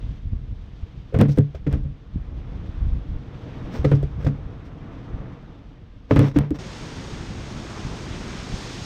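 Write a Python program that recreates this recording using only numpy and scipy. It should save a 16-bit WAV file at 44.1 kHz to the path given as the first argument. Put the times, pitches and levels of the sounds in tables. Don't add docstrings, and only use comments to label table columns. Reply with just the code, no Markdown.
import sys
import numpy as np
from scipy import signal
from scipy.fft import rfft, irfft, next_fast_len
from scipy.io import wavfile
from scipy.ndimage import uniform_filter1d

SR = 44100
rng = np.random.default_rng(int(sys.argv[2]) if len(sys.argv) > 2 else 0)


def unload_audio(sound):
    columns = np.transpose(np.atleast_2d(sound))
    steps = np.round(np.clip(columns, -1, 1) * 32767)
    wavfile.write(sys.argv[1], SR, steps.astype(np.int16))


N = 390285
CUT_S, CUT_FADE_S = 6.587, 0.004


def amp(db):
    return 10 ** (np.asarray(db) / 20)


def evened(x):
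    return x / np.sqrt(np.mean(x ** 2) + 1e-20)


def add(mix, s, sound):
    part = mix[max(round(s * SR), 0):][:len(sound)]
    part += sound[:len(part)]


def read(points, hz):
    f, db = np.transpose(points)
    return np.interp(np.log(hz + 1), np.log(f + 1), db)


def tinted(x, colour, low_hz, high_hz):
    size = next_fast_len(len(x))
    hz = np.fft.rfftfreq(size, 1 / SR) + 1
    band = 1 / np.sqrt((1 + (low_hz / hz) ** 10) * (1 + (hz / high_hz) ** 10))
    spectrum = rfft(x, size) * amp(read(colour, hz)) * band
    return evened(irfft(spectrum, size)[:len(x)])


def drift(rate_hz):
    block, step = 4096, 64
    hz = np.fft.rfftfreq(block, step / SR)
    noise = rng.standard_normal((2, block))
    slow = np.concatenate([irfft(rfft(z) / (1 + (hz / rate_hz) ** 2)) for z in noise])
    return evened(np.interp(np.arange(N) / step, np.arange(len(slow)), slow))


def grains(per_s, spread_db):
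    size = amp(spread_db * np.minimum(rng.exponential(1, N), 4))
    present = rng.random(N) < per_s / SR
    return evened(size * rng.standard_normal(N) * present)


def swell(s, rise_s, fade_s):
    t = np.arange(-3 * rise_s, 3 * fade_s, 1 / SR)
    hump = np.exp(-(t / np.where(t < 0, rise_s, fade_s)) ** 2)
    return np.interp(np.arange(N) / SR, s + t, hump, left=0, right=0)


def contact(t, soft_s):
    return 1 - np.exp(-(t / soft_s) ** 2)


# (time [s], thud level [dB], boom level [dB], boom centre [Hz], knock level [dB], knock centre [Hz],
#  rap level [dB], crack level [dB], grit level [dB], contact softness [s], factor on mode decay [ratio])
BUMPS = [(1.123, -46, -37, 141, -45, 290, -20, -41, -70, 0.0056, 1.2),
         (1.142, -13.5, -8, 109.5, -22.5, 228, -14, -22.5, -50, 0.0031, 1.38),
         (1.189, -26, -11, 115, -9, 228, -30, -27.5, -43, 0.003, 1.5),
         (1.2134, -20, -11, 134, -12, 290, -6.5, -17.5, -38, 0.0019, 0.78),
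         (1.285, -23.5, -13.5, 142, -32, 280, -26, -30.5, -40, 0.0073, 1.05),
         (1.374, -17, -5, 110.8, -14, 245, -16, -30.5, -56.5, 0.0018, 0.95),
         (1.386, -38, -14.5, 139, -21, 280, -15, -34, -57, 0.0011, 0.64),
         (1.546, -27, -38, 140, -43, 280, -26, -36, -48.5, 0.0017, 0.47),
         (1.663, -20.5, -11, 143, -18, 293, -17, -30, -47.5, 0.0056, 0.9),
         (1.728, -12, -19, 143, -24.5, 254, -29, -28.5, -50.5, 0.0043, 1.32),
         (1.84, -26, -21.5, 149, -32.5, 300, -41, -37, -66, 0.013, 0.96),
         (3.792, -16, -23, 134, -38, 283, -45, -51, -70, 0.0045, 1.1),
         (3.8431, -17, -6.5, 137, -15.5, 284, -5.5, -19, -35, 0.0038, .9),
         (3.9145, -21, -6.5, 133, -14, 287, -12, -23.5, -45.5, 0.0027, 1.02),
         (4.029, -18.5, -10, 130, -17.5, 280, -11.5, -39.5, -51, 0.0015, 0.31),
         (4.165, -28, -21.5, 134, -41, 280, -50, -60, -67, 0.016, 1.04),
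         (4.244, -15.5, -15.5, 117, -38, 279, -25, -31.5, -42.5, 0.0034, 1.3),
         (4.2643, -30, -16, 146, -20.5, 250, -40, -24, -41, 0.0019, 1.3),
         (6.1089, -21, -4.5, 109.5, -6.5, 291, -10, -15, -40, 0.00096, 0.88),
         (6.161, -11, -7, 116.5, -10.5, 283, -23, -15, -36, 0.0016, 1.52),
         (6.1931, -17.5, -10, 137, -11, 280, -18, -23.5, -40.5, 0.0005, 0.92),
         (6.359, -16.5, -8.5, 140, -5.5, 285, -25, -20, -39, 0.0024, 0.64),
         (6.388, -20, -16.5, 135, -29, 202, -35, -47, -62, 0.0026, 1.67),
         (6.507, -22, -23, 125, -9.5, 278, -14.5, -35, -59, 0.0046, 0.53)]
# (frequency [Hz], relative level [dB], base t60 [s])
STAND_MODES = [(108, -2, 0.18), (141.4, -1.5, 0.29), (195.3, 0, 0.17), (225.2, 0.5, 0.13),
               (270.5, -2, 0.17), (294.2, -3, 0.19), (426, -9, 0.19), (479.3, -5, 0.077),
               (530.3, -10.5, 0.11), (605, -12.5, 0.21)]


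def bumps(ring_db, boom_octaves, knock_db, knock_octaves, rap_hz, rap_octaves, rise_cycles,
          scatter_db, lift_db, lift_s):
    out, t = np.zeros(N), np.arange(SR * 3 // 4) / SR
    hz, mode_db, decay = np.transpose(STAND_MODES)[:, :, None]
    chance = rng.standard_normal((len(BUMPS), 2, len(STAND_MODES), 1))
    rise = 1 - np.exp(-t * hz / rise_cycles)
    lift = amp(lift_db * (1 + np.exp(-t / lift_s)))
    for bump, (load, luck) in zip(BUMPS, chance):
        s, _, boom, boom_hz, knock, knock_hz, rap, _, _, soft_s, decay_factor = bump
        favoured = [(boom, boom_hz, boom_octaves),
                    (knock + knock_db, knock_hz, knock_octaves),
                    (rap, rap_hz, rap_octaves)]
        drive = sum(amp(db) / (1 + (np.log2(hz / centre) / octaves) ** 4)
                    for db, centre, octaves in favoured)
        fall = amp(ring_db + mode_db - 60 * t / (decay * decay_factor))
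        envelope = contact(t, soft_s) * rise * fall
        pitch = hz * (1 + 0.022 * load)
        ring = drive * amp(scatter_db * luck) * envelope * np.sin(2 * np.pi * pitch * t)
        out[round(s * SR):][:len(t)] *= lift
        add(out, s, ring.sum(0))
    return out


def thuds(level_db, rock_hz, swell_s):
    out, t = np.zeros(N), np.arange(SR // 6) / SR
    envelope = t / swell_s * np.exp(1 - t / swell_s)
    push = envelope * np.sin(2 * np.pi * rock_hz * t)
    for s, thud, *_ in BUMPS:
        add(out, s, amp(thud + level_db) * push)
    return out


# (time [s], peak level before the port [dB])
CLACKS = [(1.1905, -31), (1.2133, -17), (1.3745, -35), (1.389, -39), (1.665, -35), (3.9145, -23),
          (6.1092, -12), (6.161, -13.5), (6.1935, -20.5)]
# (frequency [Hz], relative level [dB per Hz])
CLACK_COLOUR = [(500, 8.5), (1200, -9), (2300, -11.5), (3400, -19)]


def clacks(spread_s, top_hz):
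    out, hz = np.zeros(N), np.fft.rfftfreq(2048, 1 / SR)
    delay = spread_s * np.sqrt(top_hz / (hz + 1))
    phase = -2j * np.pi * np.cumsum(delay) * hz[1]
    click = tinted(irfft(np.exp(phase)), CLACK_COLOUR, 520, top_hz)
    for s, db in CLACKS:
        add(out, s, amp(db) * click / abs(click).max())
    return out


# (frequency [Hz], relative level [dB], t60 [s])
SHELL_MODES = [(750, 1, 0.022), (1055, 1.5, 0.059), (1232, 3.5, 0.062), (1700, -5.5, 0.029),
               (2264, -2.5, 0.022), (2830, -7, 0.019), (3360, 2, 0.026), (6330, -24, .006)]
# (frequency [Hz], relative level [dB per Hz])
CRACK_COLOUR = [(500, 15.5), (770, -2.5), (1030, -10), (1300, -6.5), (2200, -10.5), (3300, -23.5),
                (4200, -31), (6500, -39), (10000, -63.5), (15000, -49.5)]


def cracks(tick_db, tick_soft_s, crunch_db, grit_db, spray_s, lumpy, crunch_s, settle_db, settle_s):
    out, t = np.zeros(N), np.arange(SR // 3) / SR
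    hz, mode_db, decay = np.transpose(SHELL_MODES)[:, :, None]
    chance = rng.standard_normal((len(BUMPS), 2, len(SHELL_MODES), 1))
    crushed = rng.standard_normal(N) + lumpy * grains(per_s=3300, spread_db=5.0)
    crunch = tinted(crushed, CRACK_COLOUR, 525, 3900)
    grit = tinted(crushed, CRACK_COLOUR, 4430, 16000)
    crunch /= np.sqrt(uniform_filter1d(crunch ** 2, size=300) + .05)
    burst = amp(-60 * t / crunch_s) + amp(settle_db - 60 * t / settle_s)
    for (s, *_, crack, spray, soft_s, _), (load, luck) in zip(BUMPS, chance):
        fall = amp(mode_db + 3.1 * luck - 60 * t / decay)
        modes = fall * np.sin(2 * np.pi * hz * (1 + 0.013 * load) * t)
        tick = amp(crack + tick_db) * modes.sum(0) / (1 + soft_s / tick_soft_s)
        now = slice(round(s * SR), round(s * SR) + len(t))
        sand = amp(crack + crunch_db) * crunch[now]
        sand = sand + amp(spray + grit_db) * contact(t, spray_s) * grit[now]
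        add(out, s, contact(t, soft_s) * (tick + burst * sand))
    return out


# (time [s], relative scrape level [dB], relative hiss level [dB], fade length [s])
BRUSHES = [(1.167, -35, -48, 0.024), (1.209, -21.5, -39, 0.015), (1.255, -33, -57, 0.011),
           (1.315, -52, -36, 0.028), (1.364, -62, -42, .012), (1.408, -37, -55, 0.0036),
           (1.696, -40, -51, 0.026), (1.724, -39.5, -45, 0.019), (1.754, -42.5, -53, 0.054),
           (3.755, -36.5, -39, 0.071), (3.884, -50, -42.5, 0.041), (3.928, -29.5, -56, 0.019),
           (3.957, -46, -40, 0.022), (4.217, -41, -47, 0.044), (4.662, -50, -47, 0.023),
           (6.121, -30, -37, 0.04), (6.18, -34, -40, 0.011), (6.223, -23, -34, 0.047),
           (6.276, -45, -40, 0.03), (6.315, -39, -48, 0.0063), (6.352, -41, -44, 0.03),
           (6.4, -32.5, -49, 0.063), (6.555, -38, -40, 0.027)]
# (frequency [Hz], relative level [dB per Hz])
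BRUSH_COLOUR = [(290, 9.5), (360, 0), (450, 7.5), (540, 3), (770, -6.5), (1030, -5), (1300, -9),
                (2200, -14), (3500, -24), (4600, -31.5), (5600, -28), (6500, -36.5), (10000, -54.5),
                (15000, -44.5)]


def brushes(scrape_db, hiss_db, catch_db, grip_share):
    scrape, hiss = np.zeros((2, N))
    for s, low, high, length in BRUSHES:
        stroke = swell(s, grip_share * length, length)
        scrape += amp(low + scrape_db) * stroke
        hiss += amp(high + hiss_db) * stroke
    friction = grains(per_s=5300, spread_db=0.5) * amp(catch_db * drift(rate_hz=11))
    low_part = scrape * tinted(friction, BRUSH_COLOUR, 180, 4200)
    return low_part + hiss * tinted(friction, BRUSH_COLOUR, 4400, 16000)


# (crest time [s], relative level [dB], rise [s], fade [s], foam level relative to the wave [dB])
WAVES = [(0.02, -57.5, 0.22, 0.17, -6), (0.95, -65, 0.82, 0.76, -3), (2.7, -54, 0.52, 0.53, -10),
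         (3.74, -49, 0.54, 0.32, -10.5), (4.4, -53.5, 1, 0.32, -14), (5.0, -52.5, 0.52, 0.62, -13),
         (5.22, -53, 0.2, 0.15, -29), (6.95, -49, 0.88, 0.49, -3), (7.78, -46.5, 0.34, 0.3, -4.5),
         (8.33, -45, 0.39, 0.12, -4), (8.6, -46.5, 0.24, 0.53, 2.5)]
# (frequency [Hz], relative level [dB per Hz])
CALM_COLOUR = [(120, -44.5), (200, -14), (263, 6.5), (385, -8.5), (479, -5), (525, -11), (1170, -9),
               (2250, -20), (3700, -29.5), (4150, -33), (6130, -39), (8500, -58), (11000, -66),
               (12500, -53), (15500, -75.5)]
LIVELY_COLOUR = [(120, -15), (200, 6), (454, -7), (665, -12.5), (874, -13.5), (3820, -22.5), (5010, -22.5),
                 (5590, -23), (6170, -26), (6530, -23), (7000, -30.5), (8980, -42), (10600, -48.5),
                 (12900, -51), (14200, -60), (15500, -78)]
THUNDER_COLOUR = [(100, 3), (160, -2.5), (300, -14)]


def surf(waves, colour, far_db, far_foam_db, thunder_db, roar_db, wash_db, spray_db, foam_lag_s, churn_db):
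    water, foam = amp(far_db) ** 2, amp(far_foam_db) ** 2
    for s, db, rise, fade, foam_db in waves:
        water = water + (amp(db) * swell(s, rise, fade)) ** 2
        foam = foam + (amp(db + foam_db) * swell(s + foam_lag_s, rise, fade)) ** 2
    water, foam = np.sqrt(water), np.sqrt(foam)
    layers = [(amp(thunder_db) * water, THUNDER_COLOUR),
              (amp(roar_db) * water, colour),
              (amp(wash_db) * water, colour),
              (amp(spray_db) * np.sqrt(water * foam), colour),
              (foam, colour)]
    edges_hz = [100, 280, 700, 1900, 3000, 16000]
    out = np.zeros(N)
    for (gain, tint), low, high in zip(layers, edges_hz, edges_hz[1:]):
        rush = tinted(rng.standard_normal(N), tint, low, high)
        out += gain * rush * amp(churn_db * drift(rate_hz=19))
    return out


# (time [s], relative level [dB], fade length [s], band centre [Hz])
SPLASHES = [(7.754, -45, .1, 1150), (7.924, -41.5, .04, 700), (8.137, -45.5, 0.07, 2700),
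            (8.323, -44, .1, 1500), (8.54, -43.5, 0.066, 480)]


def splashes(level_db, width_ratio, rise_share):
    out, drops = np.zeros(N), grains(per_s=2600, spread_db=2.0)
    for s, db, length, hz in SPLASHES:
        clump = tinted(drops, LIVELY_COLOUR, hz / width_ratio, hz * width_ratio)
        out += amp(db + level_db) * swell(s, rise_share * length, length) * clump
    return out


# (time [s], relative level [dB], rise and fade [s])
GUSTS = [(0.083, -30.5, 0.096), (0.318, -28.5, 0.1), (0.497, -34, 0.16), (0.804, -41, 0.48),
         (1.802, -28, 0.13), (2.165, -23, 0.027), (2.487, -32.5, 0.35), (2.88, -22, 0.12),
         (3.14, -27, 0.07), (4.098, -34.5, 0.48), (5.17, -39, 0.13), (7.393, -38.5, 0.29),
         (7.863, -33.5, 0.067), (8.2, -39, 0.43), (8.536, -31, 0.023)]
# (frequency [Hz], relative level [dB per Hz])
WIND_COLOUR = [(8.8, -33), (15, -1.5), (38, 0.5), (59, -3.5), (400, -25.5), (520, -54.5), (880, -120)]
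FLUTTER_GROWTH = 0.68


def wind(breeze_db, lumpy_db, rumble_db, flutter_db):
    gusts = sum((amp(db) * swell(s, length, length)) ** 2 for s, db, length in GUSTS)
    strength = np.sqrt(amp(breeze_db) ** 2 + gusts)
    deep = tinted(rng.standard_normal(N), WIND_COLOUR, 34, 130)
    deep /= np.sqrt(uniform_filter1d(deep ** 2, size=4000) + 0.13)
    upper = tinted(rng.standard_normal(N), WIND_COLOUR, 109.6, 260)
    lumps = evened(amp(lumpy_db * drift(rate_hz=53.0)))
    rumble = amp(rumble_db) * strength * deep
    flutter = amp(flutter_db) * strength ** FLUTTER_GROWTH * upper
    return lumps * (rumble + flutter)


# (start time [s], relative peak level [dB], pulse rate [Hz])
EDDIES = [(0.266, -20, 55.7), (0.32, -20.5, 93), (2.157, -16, 123.5), (2.848, -13.5, 46.4),
          (2.865, -14.5, 74), (2.916, -12.5, 38), (3.106, -22, 48.4), (3.137, -23, 28.2),
          (5.135, -21, 45.4)]


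def eddies(level_db):
    out = np.zeros(N)
    for s, db, hz in EDDIES:
        u = np.arange(SR // 8) / SR * 2 * np.pi * hz - np.pi
        pulse = -u * np.exp((1 - u ** 2) / 2)
        onset = np.minimum((u + np.pi) / 2, 1)
        add(out, s, amp(db + level_db) * pulse * onset)
    return out


def scene():
    early = [w for w in WAVES if w[0] < CUT_S]
    late = [w for w in WAVES if w[0] >= CUT_S]
    calm = bumps(ring_db=2.0, boom_octaves=0.35, knock_db=-1.56, knock_octaves=0.33, rap_hz=476,
                 rap_octaves=0.21, rise_cycles=1.0, scatter_db=1.5, lift_db=3.5, lift_s=0.0065)
    calm += thuds(level_db=1.5, rock_hz=70.5, swell_s=0.0079)
    calm += clacks(spread_s=.0015, top_hz=3570)
    calm += cracks(tick_db=-6.5, tick_soft_s=0.00069, crunch_db=0.5, grit_db=-3, spray_s=0.0038,
                   lumpy=0.14, crunch_s=0.061, settle_db=-23.0, settle_s=0.4)
    calm += brushes(scrape_db=0.0, hiss_db=-18.0, catch_db=1.5, grip_share=0.5)
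    calm += surf(early, CALM_COLOUR, far_db=-63.5, far_foam_db=-69.0, thunder_db=13, roar_db=7.0,
                 wash_db=-2.2, spray_db=-3.0, foam_lag_s=0.025, churn_db=0.98)
    calm += wind(breeze_db=-45.0, lumpy_db=3.5, rumble_db=2.5, flutter_db=-23.5)
    calm += eddies(level_db=-0.5)
    lively = surf(late, LIVELY_COLOUR, far_db=-45.5, far_foam_db=-50.0, thunder_db=0.0, roar_db=2.0,
                  wash_db=-1.6, spray_db=-4.0, foam_lag_s=0.021, churn_db=0.6)
    lively += splashes(level_db=-1, width_ratio=1.54, rise_share=0.6)
    lively += wind(breeze_db=-40.0, lumpy_db=-3.0, rumble_db=0.0, flutter_db=-12.0)
    cut = np.clip((np.arange(N) / SR - CUT_S) / CUT_FADE_S + .5, 0, 1)
    return (calm * (1 - cut) + lively * cut)[None]


# (centre [Hz], width [Hz], gain [dB])
PORT = [(3470, 430, 2), (6150, 110, 0), (8620, 1000, 5), (10700, 910, -5)]
EDGE_HZ = 15700


def record(dry):
    hz = np.linspace(0, SR / 2, 513)
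    port_db = sum(db * np.exp(-((hz - centre) / width) ** 2) for centre, width, db in PORT)
    port = signal.firwin2(513, hz, amp(port_db), fs=SR)
    rounded = dry / (1 + (dry / .75) ** 4) ** .25
    edge = signal.firwin(511, EDGE_HZ, window=("kaiser", 9), fs=SR)
    return signal.oaconvolve(rounded, np.convolve(port, edge)[None], "same")


dry = scene()
out = record(dry)
unload_audio(out)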